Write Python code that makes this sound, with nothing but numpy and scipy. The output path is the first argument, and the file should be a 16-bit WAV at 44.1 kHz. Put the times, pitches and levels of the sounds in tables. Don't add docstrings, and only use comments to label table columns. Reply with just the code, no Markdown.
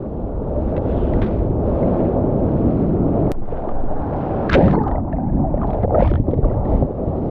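import sys
import numpy as np
from scipy import signal
from scipy.io import wavfile
from scipy.ndimage import uniform_filter1d

SR = 44100
rng = np.random.default_rng(int(sys.argv[2]) if len(sys.argv) > 2 else 0)


def output_pcm(signal):
    pcm = np.clip(np.atleast_2d(signal).T, -1, 1) * 32767
    wavfile.write(sys.argv[1], SR, np.round(pcm).astype(np.int16))


def volts(x):
    e = np.asarray(x, float) / 20
    return 10 ** e


N = 321930

# time in seconds, share under water 0-1, brokenness of the flow 0-1,
# pitch of the wet port as a factor, brightness of the foam as a factor.
PLACE = [(0, 0, 0.14, 1, 1.1), (.8, 0.033, 0.035, 0.99, 1.12), (1.7, .06, 0.12, 0.96, 1.03),
         (2.0, 0.17, 0, 0.95, 1.115), (3.298, 0, 0.04, 1.03, 0.85), (3.338, 0.054, 0.63, 1.15, 0.72),
         (3.601, 0.12, 0.14, 1.08, 1.1), (3.951, .05, 0.25, 1.27, 1.17), (4.458, 0.08, 0, 1.135, 0.88),
         (4.62, 0.33, 0.23, 0.88, 1.3), (4.72, 0.22, 0.84, 1.24, 1.3), (4.801, .1, 0.56, 1.4, 0.79),
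         (4.999, 0.34, 0.4, 1.1, 1.2), (5.251, .67, 0.14, 1.04, .95), (5.501, 0.53, 0.089, 1.12, 1.1),
         (5.699, .27, 0.091, 1.03, 1.1), (5.951, 0.48, 0.36, .81, 0.96), (6.051, 0.65, 0.66, 1.17, 1.9),
         (6.171, 0.23, 0.3, 0.93, 1.4), (6.719, 0.21, 0, 0.99, 1.5), (6.919, .075, 0.2, 0.91, 1.15),
         (7.3, 0.099, 0, 1.05, 1.5)]
# frequency in Hz, density in dB per Hz.
BUFFET_COLOUR = [(8, -18), (25, -2.5), (70, -2), (120, -6), (200, -16.5), (400, -61)]
SLOSH_COLOUR = [(40, -29.5), (90, -1), (140, -2.5), (300, -2), (420, -4.5), (700, -33.5), (1200, -68)]
PORT_COLOUR = [(200, -31), (380, -3), (665, -2.5), (705, -7), (930, -12), (1050, -16.5), (1120, -14.5),
               (1400, -20.5), (2000, -39), (4000, -76)]
FOAM_COLOUR = [(700, -32), (1000, -16), (1250, 1), (1700, -6), (2300, -8), (3300, -12.5), (4500, -19),
               (6500, -24.5), (10000, -73.5), (16000, -81.5)]
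# frequency in Hz, density in dB per Hz, before blending.
SLOSH_UNDER = [(40, -39), (100, -25.5), (145, 8.5), (310, -2.5), (400, -23), (600, -35.5), (1200, -69.5)]
PORT_UNDER = [(200, -35.5), (450, -6.5), (620, -1), (800, 8), (950, 0), (1200, -20), (1700, -40.5),
              (4000, -82)]
FOAM_UNDER = [(700, -24.5), (1300, 10), (1800, 3), (2500, -12.5), (4000, -34), (6500, -54), (10000, -70),
              (16000, -87)]
# time in seconds, buffeting in dB, slosh in dB, ring of the wet port in dB.
FLOW = [(0, -35.5, -29, -35.5), (.32, -26.5, -31.5, -32), (.55, -23.5, -28, -29.5), (1.04, -21.5, -23, -26),
        (1.51, -23, -25, -30), (1.81, -26.5, -21, -22.5), (2.88, -24.5, -19, -30), (3.318, -29, -21, -25.5),
        (3.33, -43, -53, -38.5), (3.355, -42, -36, -34), (3.38, -55, -31, -41), (3.45, -33, -36.5, -44),
        (3.49, -33.5, -41, -33), (3.53, -31, -34, -31.5), (3.65, -37.5, -33, -28.5),
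        (3.76, -32.5, -32.5, -32), (3.97, -43.5, -27.5, -33), (4.02, -27.5, -29, -30),
        (4.47, -31, -23.5, -25), (4.51, -22, -25, -41), (4.557, -17.5, -18, -19), (4.65, -24.5, -20, -22),
        (4.81, -23.5, -17.5, -24.5), (5.0, -23.5, -28.5, -35), (5.08, -29, -24.5, -31.5),
        (5.16, -24, -27, -36), (5.27, -26, -23, -41.5), (5.43, -23.5, -20.5, -33),
        (5.46, -24.5, -23.5, -39.5), (5.7, -22.5, -25.5, -27), (5.78, -20.5, -33.5, -27),
        (6.02, -23, -25, -21), (6.07, -15, -28, -32.5), (6.19, -20, -29, -30.5), (6.24, -21, -32, -31),
        (6.32, -23, -27.5, -29), (6.46, -21, -25.5, -26.5), (6.62, -23, -33.5, -26.5),
        (6.655, -28, -27, -25.5), (6.72, -19.5, -24.5, -24.5), (6.83, -20.5, -20.5, -29.5),
        (6.88, -35, -33, -31.5), (7.03, -28.5, -27, -28.5), (7.3, -28, -24, -32)]
# time in seconds, level in dB.
HISS = [(0, -64.5), (.4, -65.5), (.7, -55), (.8, -61.5), (.88, -52), (1.15, -52), (1.25, -51.5),
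        (1.36, -53.5), (1.58, -62), (1.68, -53.5), (1.99, -49.5), (2.26, -57.5), (2.82, -50), (3.01, -57.5),
        (3.318, -50), (3.33, -57), (3.47, -57), (3.52, -52.5), (3.88, -63), (4.18, -51), (4.48, -46),
        (4.548, -19), (4.57, -38), (4.96, -64.5), (5.03, -72.5), (5.12, -62), (5.5, -65.5), (5.62, -56.5),
        (5.81, -59.5), (5.84, -44), (5.86, -68), (5.95, -52), (6.01, -45), (6.1, -50), (6.21, -70),
        (6.32, -62.5), (6.52, -63), (6.63, -67.5), (6.7, -57), (6.78, -56.5), (6.85, -65.5), (7.3, -63)]
# middle in seconds, half length in seconds,
# change in dB.
LULLS = [(4.511, 0.0077, 0.5), (5.871, 0.012, -12.5), (6.233, 0.017, -8.5), (6.309, 0.0084, -7),
         (6.36, 0.014, -7.5), (6.404, 0.022, -7)]
# start in seconds, length in seconds, level in dB,
# first pitch in Hz, last pitch in Hz.
GURGLES = [(4.498, 0.0043, -13, 1560, 1630), (4.55, 0.025, -8, 596, 484), (4.628, .055, -8.5, 167, 226.5),
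           (4.685, .03, -18, 206.5, 170), (4.566, .035, -10.5, 430, 304), (4.66, 0.026, -8.5, 109, 119),
           (0.556, 0.063, -22, 549, 622), (4.739, 0.026, -54, 4260, 4220), (4.763, 0.035, -22.5, 870, 926),
           (5.941, 0.072, -17.5, 629, 597), (5.945, 0.012, -40, 1880, 1850),
           (5.981, 0.014, -23.5, 633, 684), (6.093, .012, -42, 1850, 1700), (5.609, 0.026, -40, 1036, 1390),
           (3.922, .03, -24, 585, 850), (4.799, .035, -19, 880, 780), (4.835, 0.023, -29.5, 1220, 1233),
           (4.867, 0.015, -17, 822, 730), (5.13, 0.026, -22.5, 632, 662), (5.178, 0.12, -32.5, 730, 860),
           (5.331, 0.069, -19, 295.8, 308.4), (5.441, 0.062, -22.5, 653, 646),
           (5.436, 0.0305, -20.5, 769, 738), (5.945, 0.012, -21.5, 1300, 1230),
           (5.979, 0.024, -12.5, 560, 588), (6.022, 0.011, -6.5, 524, 560), (6.155, .031, -49, 1670, 1935)]
# start in seconds, level at the front in dB,
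# time to fall 60 dB in seconds (before limits).
SLAPS = [(0.7484, -50, .026), (0.765, -37.5, 0.041), (0.777, -38.5, 0.033), (1.1347, -37, 0.021),
         (1.2172, -32.5, 0.21), (1.2335, -38, 0.092), (1.262, -42, 0.17), (1.8297, -44, 0.016),
         (3.688, -42, 0.024), (4.496, -16, 0.0074), (4.513, -29.5, 0.027), (4.5219, -23, 0.039),
         (4.5297, -9.5, 0.012), (4.5399, -11.5, 0.025), (4.549, -19.5, 0.013), (4.681, -24, 0.0086),
         (4.709, -31, 0.024), (4.8798, -37, 0.018), (4.912, -45.5, .026), (5.1293, -53, 0.034),
         (5.575, -54, 0.012), (5.639, -48.5, 0.013), (5.732, -38.5, .02), (5.746, -43.5, 0.014),
         (5.7045, -39.5, .015), (5.83, -48, 0.019), (5.9434, -48.5, 0.024), (6.03, -44.5, 0.024),
         (6.075, -32.5, 0.033), (6.31, -46, 0.031), (6.338, -45, 0.027), (6.4455, -47, 0.025),
         (6.651, -47, 0.028)]
# frequency in Hz, relative level in dB.
SLAP_COLOUR = [(500, -33), (1100, 4), (1600, 4), (2500, -6), (3600, -9.5), (4600, -22), (7000, -37.5),
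               (12000, -62.5)]
# start in seconds, level in dB,
# starting pitch in Hz.
BUBBLES = [(2.003, -13.5, 613), (4.312, -24, 633), (0.767, -37, 2600), (0.767, -39, 1950),
           (0.778, -10.5, 542), (1.136, -32, 1930), (1.83, -36, 2100), (3.524, -13.5, 485),
           (3.673, -12, 350), (3.65, -18, 606), (3.69, -23, 1174), (3.912, -16, 600), (4.601, -7, 257),
           (4.622, -11.5, 648), (4.674, -8, 359), (4.681, -19, 1250), (4.709, -38, 2480),
           (4.754, -34.5, 2080), (4.777, -6.5, 443), (4.788, -30, 1760), (4.838, -44, 1720),
           (4.884, -26.5, 1253), (4.913, -33, 1840), (4.951, -10.5, 618), (4.956, -33, 1970),
           (4.981, -13, 703), (5.127, -29.5, 1740), (5.127, -47, 2680), (5.165, -45, 2020),
           (5.185, -16, 698), (5.27, -4.5, 146.3), (5.2964, -41.5, 1650), (5.358, -18, 183.7),
           (5.399, -1, 201), (5.541, -7.5, 560), (5.574, -12.5, 596), (5.578, -41, 1800),
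           (5.638, -37, 1700), (5.625, -53, 3150), (5.711, -54, 3850), (5.6156, -21, 1185),
           (5.632, -16.5, 1010), (5.645, -14.5, 826), (5.7307, -37, 1350), (5.744, -11.5, 655),
           (5.785, -14, 682), (5.831, -4.5, 189.5), (5.8328, -36.5, 2030), (5.847, -6, 497),
           (5.878, -13, 570), (5.907, -11, 723), (5.944, -6, 571), (6.005, -6.5, 697), (6.025, -38, 2520),
           (6.048, -33, 2190), (6.061, -48, 3500), (6.073, -46, 3290), (6.113, -9, 91), (6.115, -7, 338.4),
           (6.194, 3, 98.3), (6.198, -6, 271), (6.281, 0, 92), (6.282, -4.5, 305), (6.333, -5.5, 479),
           (6.383, 1.5, 109), (6.388, -9.5, 426), (6.4304, -37, 1400), (6.444, -22.5, 1110),
           (6.449, -10.5, 582), (6.511, -11, 545), (6.498, -41.5, 1910), (6.514, -34.5, 1350),
           (6.537, -41, 1610), (6.6538, -40, 1830), (6.737, -12.5, 516), (6.824, -8, 548),
           (6.825, 1, 120.2)]
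# time in seconds, level in dB, pitch in Hz.
FIZZ = [(.82, -71, 3290), (0.902, -66, 3350), (0.999, -55.5, 3100), (1.1, -62, 2850), (1.169, -73, 3040)]
# time in seconds, level in dB.
SPRAY = [(1.19, -120), (1.23, -62), (1.36, -62), (1.45, -120), (4.49, -120), (4.535, -43.5), (4.57, -54),
         (4.72, -58.5), (4.8, -120), (5.49, -120), (5.52, -74), (5.66, -76), (5.72, -66), (5.84, -71),
         (5.868, -78.5), (5.96, -67), (6.04, -57.5), (6.11, -60), (6.19, -67), (6.21, -120)]
# start in seconds, size of the downward step in dB,
# decay constant in seconds.
SNAPS = [(3.3182, -12, 0.0023), (3.325, -32.5, 0.000077)]
# time in seconds, level in dB, swing rate in Hz.
HEAVE = [(3.322, -25, 21), (3.398, -19, 12.6), (3.479, -23.5, 11.2), (3.56, -26, 19), (3.66, -31, 15.2),
         (3.71, -19.5, 8.6), (3.745, -19, 15), (3.771, -17.5, 13), (3.815, -18, 17), (3.84, -17, 10),
         (4.0, -21.5, 12), (4.07, -48, 13)]
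# start in seconds, gain in dB, pitch as a factor.
POPS = [(4.4945, -20, 1.25), (6.114, -28.5, .98), (6.138, -25.5, .98), (6.1565, -25.5, 0.99)]
# frequency in Hz, level in dB, time to fall 60 dB in seconds.
POP_MODES = [(1350, 11.5, 0.0059), (3300, -4, 0.0056)]
# start in seconds, level in dB, pitch in Hz.
TICKS = [(4.499, -23, 4140), (4.5329, -17, 4110), (4.5504, -31, 4350), (4.581, -44, 3200),
         (4.593, -39, 3420), (4.624, -41, 3150), (4.649, -47, 3470), (4.659, -39, 3490), (4.666, -42, 3180),
         (4.684, -42, 3400), (4.713, -40, 3500), (4.721, -40.5, 3450), (4.738, -47, 4200),
         (4.835, -44.5, 4200), (4.880, -46.5, 4160), (4.915, -50, 2790), (5.6721, -47, 3620),
         (5.678, -52, 3600), (5.6828, -54, 3600), (5.7045, -44.5, 3240), (5.741, -52, 3510),
         (5.799, -54, 3430), (5.825, -50.5, 3300), (5.884, -53.5, 2940), (6.007, -46, 4140),
         (6.105, -45, 4180), (6.199, -50, 2600), (6.826, -50, 2990)]

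SWARM_FROM = 0.2
RING_S, RING_SLOPE = 0.029, 0.19
CLIMB = 0.032
SWELL_S, SWELL_CYCLES = 0.0008, 0.6
GURGLE_EDGE_S, GURGLE_SAG_DB = 0.0011, -6
WOBBLE_S, WOBBLE_DB, WOBBLE_SHARE = 0.0038, 3.5, 0.038
SPRAY_HZ, SPRAY_PER_S = (1800, 4700), 2500
SPRAY_CYCLES, SPRAY_SLOPE = 32, 1.3
TICK_CYCLES = 0.81
FLOOR_DB = -118


def evened(x):
    return x / np.sqrt(np.mean(x ** 2) + 1e-20)


def add(mix, s, sound):
    part = mix[round(s * SR):][:len(sound)]
    part += sound[:len(part)]


def smooth(x, width):
    return uniform_filter1d(uniform_filter1d(x, size=width), size=width)


def control(rows, column):
    rows = np.asarray(rows)
    line = np.interp(np.arange(N) / SR, rows[:, 0], rows[:, column])
    return smooth(line, 44)


def colour(points, hz):
    f, db = np.transpose(points)
    return np.interp(np.log(hz + 1), np.log(f + 1), db)


def churn():
    return np.clip(control(PLACE, column=2), 0, 1)


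def rush(above, below, size, patch_db, lump_db, lump_s, slide=None):
    hop = size // 4
    a, b, patches = rng.standard_normal((N // hop + 5, size // 2 + 1, 3)).T
    patches = uniform_filter1d(uniform_filter1d(patches, size=6, axis=0), size=6, axis=1)
    patches = evened(patches)
    place = np.transpose(PLACE)
    t = np.arange(a.shape[1]) * hop / SR
    under = np.clip(np.interp(t, place[0], place[1]), 0, 1)
    shift = 1 if slide is None else np.interp(t, place[0], slide)
    hz = np.fft.rfftfreq(size, 1 / SR)[:, None] / shift
    shape = volts((1.5 - under) * colour(above, hz) + under * colour(below, hz))
    shape = shape / np.linalg.norm(shape, axis=0)
    spectrum = (a + 1j * b) * shape * volts(patch_db * patches)
    noise = evened(signal.istft(spectrum, nperseg=size, noverlap=size - hop)[1][:N])

    pole = np.exp(-1 / (lump_s * SR))
    lumps = evened(signal.lfilter([1], [1, -2 * pole, pole ** 2], rng.standard_normal(N)))
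    depth_db = lump_db * churn()
    mean_db = depth_db ** 2 * np.log(10) / 20
    return noise * volts(depth_db * np.clip(lumps, -1.5, 2.5) - mean_db)


def buffet():
    return rush(BUFFET_COLOUR, BUFFET_COLOUR, size=4096, patch_db=2.0, lump_db=3.5, lump_s=0.013)


def slosh():
    return rush(SLOSH_COLOUR, SLOSH_UNDER, size=2048, patch_db=0.0, lump_db=3.0, lump_s=0.0079)


def port():
    pitch = np.transpose(PLACE)[3]
    noise = rush(PORT_COLOUR, PORT_UNDER, size=1024, patch_db=1.06, lump_db=9.0, lump_s=0.013, slide=pitch)
    return noise + volts(-11.0) * swarm(523, 950, per_s=250, cycles=50, spread_db=-1.0)


def foam():
    bright = np.transpose(PLACE)[4]
    noise = rush(FOAM_COLOUR, FOAM_UNDER, size=256, patch_db=2.0, lump_db=8.0, lump_s=0.0016, slide=bright)
    return noise + volts(-5.0) * swarm(1100, 2400, per_s=400, cycles=47, spread_db=1.5)


def lulls():
    t = np.arange(N) / SR
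    return volts(sum(db * np.exp(-((t - s) / half) ** 2) for s, half, db in LULLS))


def water():
    dips = lulls()
    out = volts(control(FLOW, column=1)) * buffet()
    out += volts(control(FLOW, column=2)) * slosh()
    out += volts(control(FLOW, column=3)) * dips * port()
    return out + volts(control(HISS, column=1)) * dips * foam()


def gurgles():
    out, width = np.zeros(N), round(WOBBLE_S * SR)
    wander = evened(smooth(rng.standard_normal((len(GURGLES), 2, 6000)), width))
    for (s, length, db, first_hz, last_hz), (louder, higher) in zip(GURGLES, wander):
        t = np.arange(0, length, 1 / SR)
        edge = max(GURGLE_EDGE_S, 0.18 * length)
        loose = min(length / 0.074, 1)
        shape = np.sin(np.pi / 2 * np.clip(np.minimum(t, length - t) / edge, 0, 1)) ** 2
        glide_hz = first_hz + (last_hz - first_hz) * t / length
        hz = glide_hz * (1 + loose * WOBBLE_SHARE * higher[:len(t)])
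        level_db = db + GURGLE_SAG_DB * t / length + loose * WOBBLE_DB * louder[:len(t)]
        add(out, s, shape * volts(level_db) * np.sin(2 * np.pi * np.cumsum(hz) / SR))
    return out


def slaps():
    out, t = np.zeros(N), np.arange(6000) / SR
    noise = rng.standard_normal((len(SLAPS), len(t)))
    front = 1 - np.exp(-t / 0.00043)
    for (s, db, t60), burst in zip(SLAPS, noise):
        fall = volts(db - 60 * t / np.clip(t60, 0.004, 0.14))
        add(out, s, fall * front * burst)
    hz = np.linspace(0, SR / 2, 257)
    shape = signal.firwin2(255, hz, volts(colour(SLAP_COLOUR, hz)), fs=SR)
    return signal.oaconvolve(out, shape / np.linalg.norm(shape), "same")


def ring(hz, t60, rise, start_cycles):
    t60 = np.clip(t60, 0.004, 0.3)
    t = np.arange(round(t60 * SR)) / SR
    onset = 1 - np.exp(-(t * hz / start_cycles) ** 2)
    return onset * volts(-60 * t / t60) * np.sin(2 * np.pi * hz * t * (1 + rise * t / t60))


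def bubbles():
    out = np.zeros(N)
    for s, db, hz in BUBBLES:
        t60 = RING_S * (hz / 1000) ** -RING_SLOPE
        add(out, s, volts(db) * ring(hz, t60, CLIMB, max(SWELL_CYCLES, SWELL_S * hz)))
    return out


def fizz():
    s, db, hz = np.transpose(FIZZ)
    t = np.arange(s[0], s[-1], 1 / SR)
    slow = smooth(rng.standard_normal((2, len(t))), 36)
    turn = np.exp(2j * np.pi * np.cumsum(np.interp(t, s, hz)) / SR)
    narrow = evened((turn * (slow[0] + 1j * slow[1])).real)
    return s[0], volts(np.interp(t, s, db)) * narrow


def spray(count=20):
    out = np.zeros(N)
    for hz in np.geomspace(*SPRAY_HZ, count):
        chance, size = rng.random(N), np.minimum(rng.exponential(1, N), 3)
        starts = (chance < SPRAY_PER_S / count / SR) * volts(3.5 * size)
        droplet = ring(hz, SPRAY_CYCLES / hz, 0.05, 0.75) * (SPRAY_HZ[0] / hz) ** SPRAY_SLOPE
        out += signal.oaconvolve(starts, droplet)[:N]
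    return volts(control(SPRAY, column=1)) * evened(out)


def snaps():
    out = np.zeros(N)
    for s, db, fall in SNAPS:
        add(out, s, -volts(db) * np.exp(-np.arange(800) / SR / fall))
    return out


def heave():
    s, db, hz = np.transpose(HEAVE)
    t = np.arange(s[0], s[-1], 1 / SR)
    phase = -2 * np.pi * np.cumsum(np.interp(t, s, hz)) / SR
    swing = np.tanh(2.8 * np.sin(phase))
    return s[0], volts(np.interp(t, s, db)) * evened(swing)


def pops():
    out, t = np.zeros(N), np.arange(500) / SR
    modes = sum(volts(db - 60 * t / t60) * np.sin(2 * np.pi * hz * t) for hz, db, t60 in POP_MODES)
    pop = modes * (1 - np.exp(-(t / 0.0006) ** 2))
    for s, db, higher in POPS:
        add(out, s, volts(db) * np.interp(t * higher, t, pop, right=0))
    return out


def ticks():
    out, t = np.zeros(N), np.arange(100) / SR
    for s, db, hz in TICKS:
        u = t * hz / TICK_CYCLES
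        add(out, s, volts(db) * np.sin(2 * np.pi * hz * t) * u ** 2 * np.exp(2 - 2 * u))
    return out


def swarm(low_hz, high_hz, per_s, cycles, spread_db, count=24):
    density = per_s / count / SR * np.clip(control(PLACE, column=1) - SWARM_FROM, 0, 1)
    out = np.zeros(N)
    for hz in np.geomspace(low_hz, high_hz, count):
        chance, size = rng.random(N), np.minimum(rng.exponential(1, N), 3)
        starts = (chance < density) * volts(spread_db * size)
        bubble = ring(hz, cycles / hz, 0.068, 2.0) * (low_hz / hz) ** 1.62
        out += signal.oaconvolve(starts, bubble)[:N]
    return evened(out)


def scene():
    mix = water() + bubbles() + ticks() + gurgles() + slaps() + pops() + spray()
    add(mix, *heave())
    add(mix, *fizz())
    return mix[None] * signal.windows.tukey(N, 0.01 * SR / N)


def roll_off(x):
    return signal.sosfilt(signal.butter(12, 15300, fs=SR, output="sos"), x)


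def record(dry):
    bent = 1.393 * np.tanh(dry / 1.124)
    noise = volts(FLOOR_DB) * rng.standard_normal(dry.shape)
    return roll_off(bent + noise + snaps())


dry = scene()
out = record(dry)
output_pcm(out)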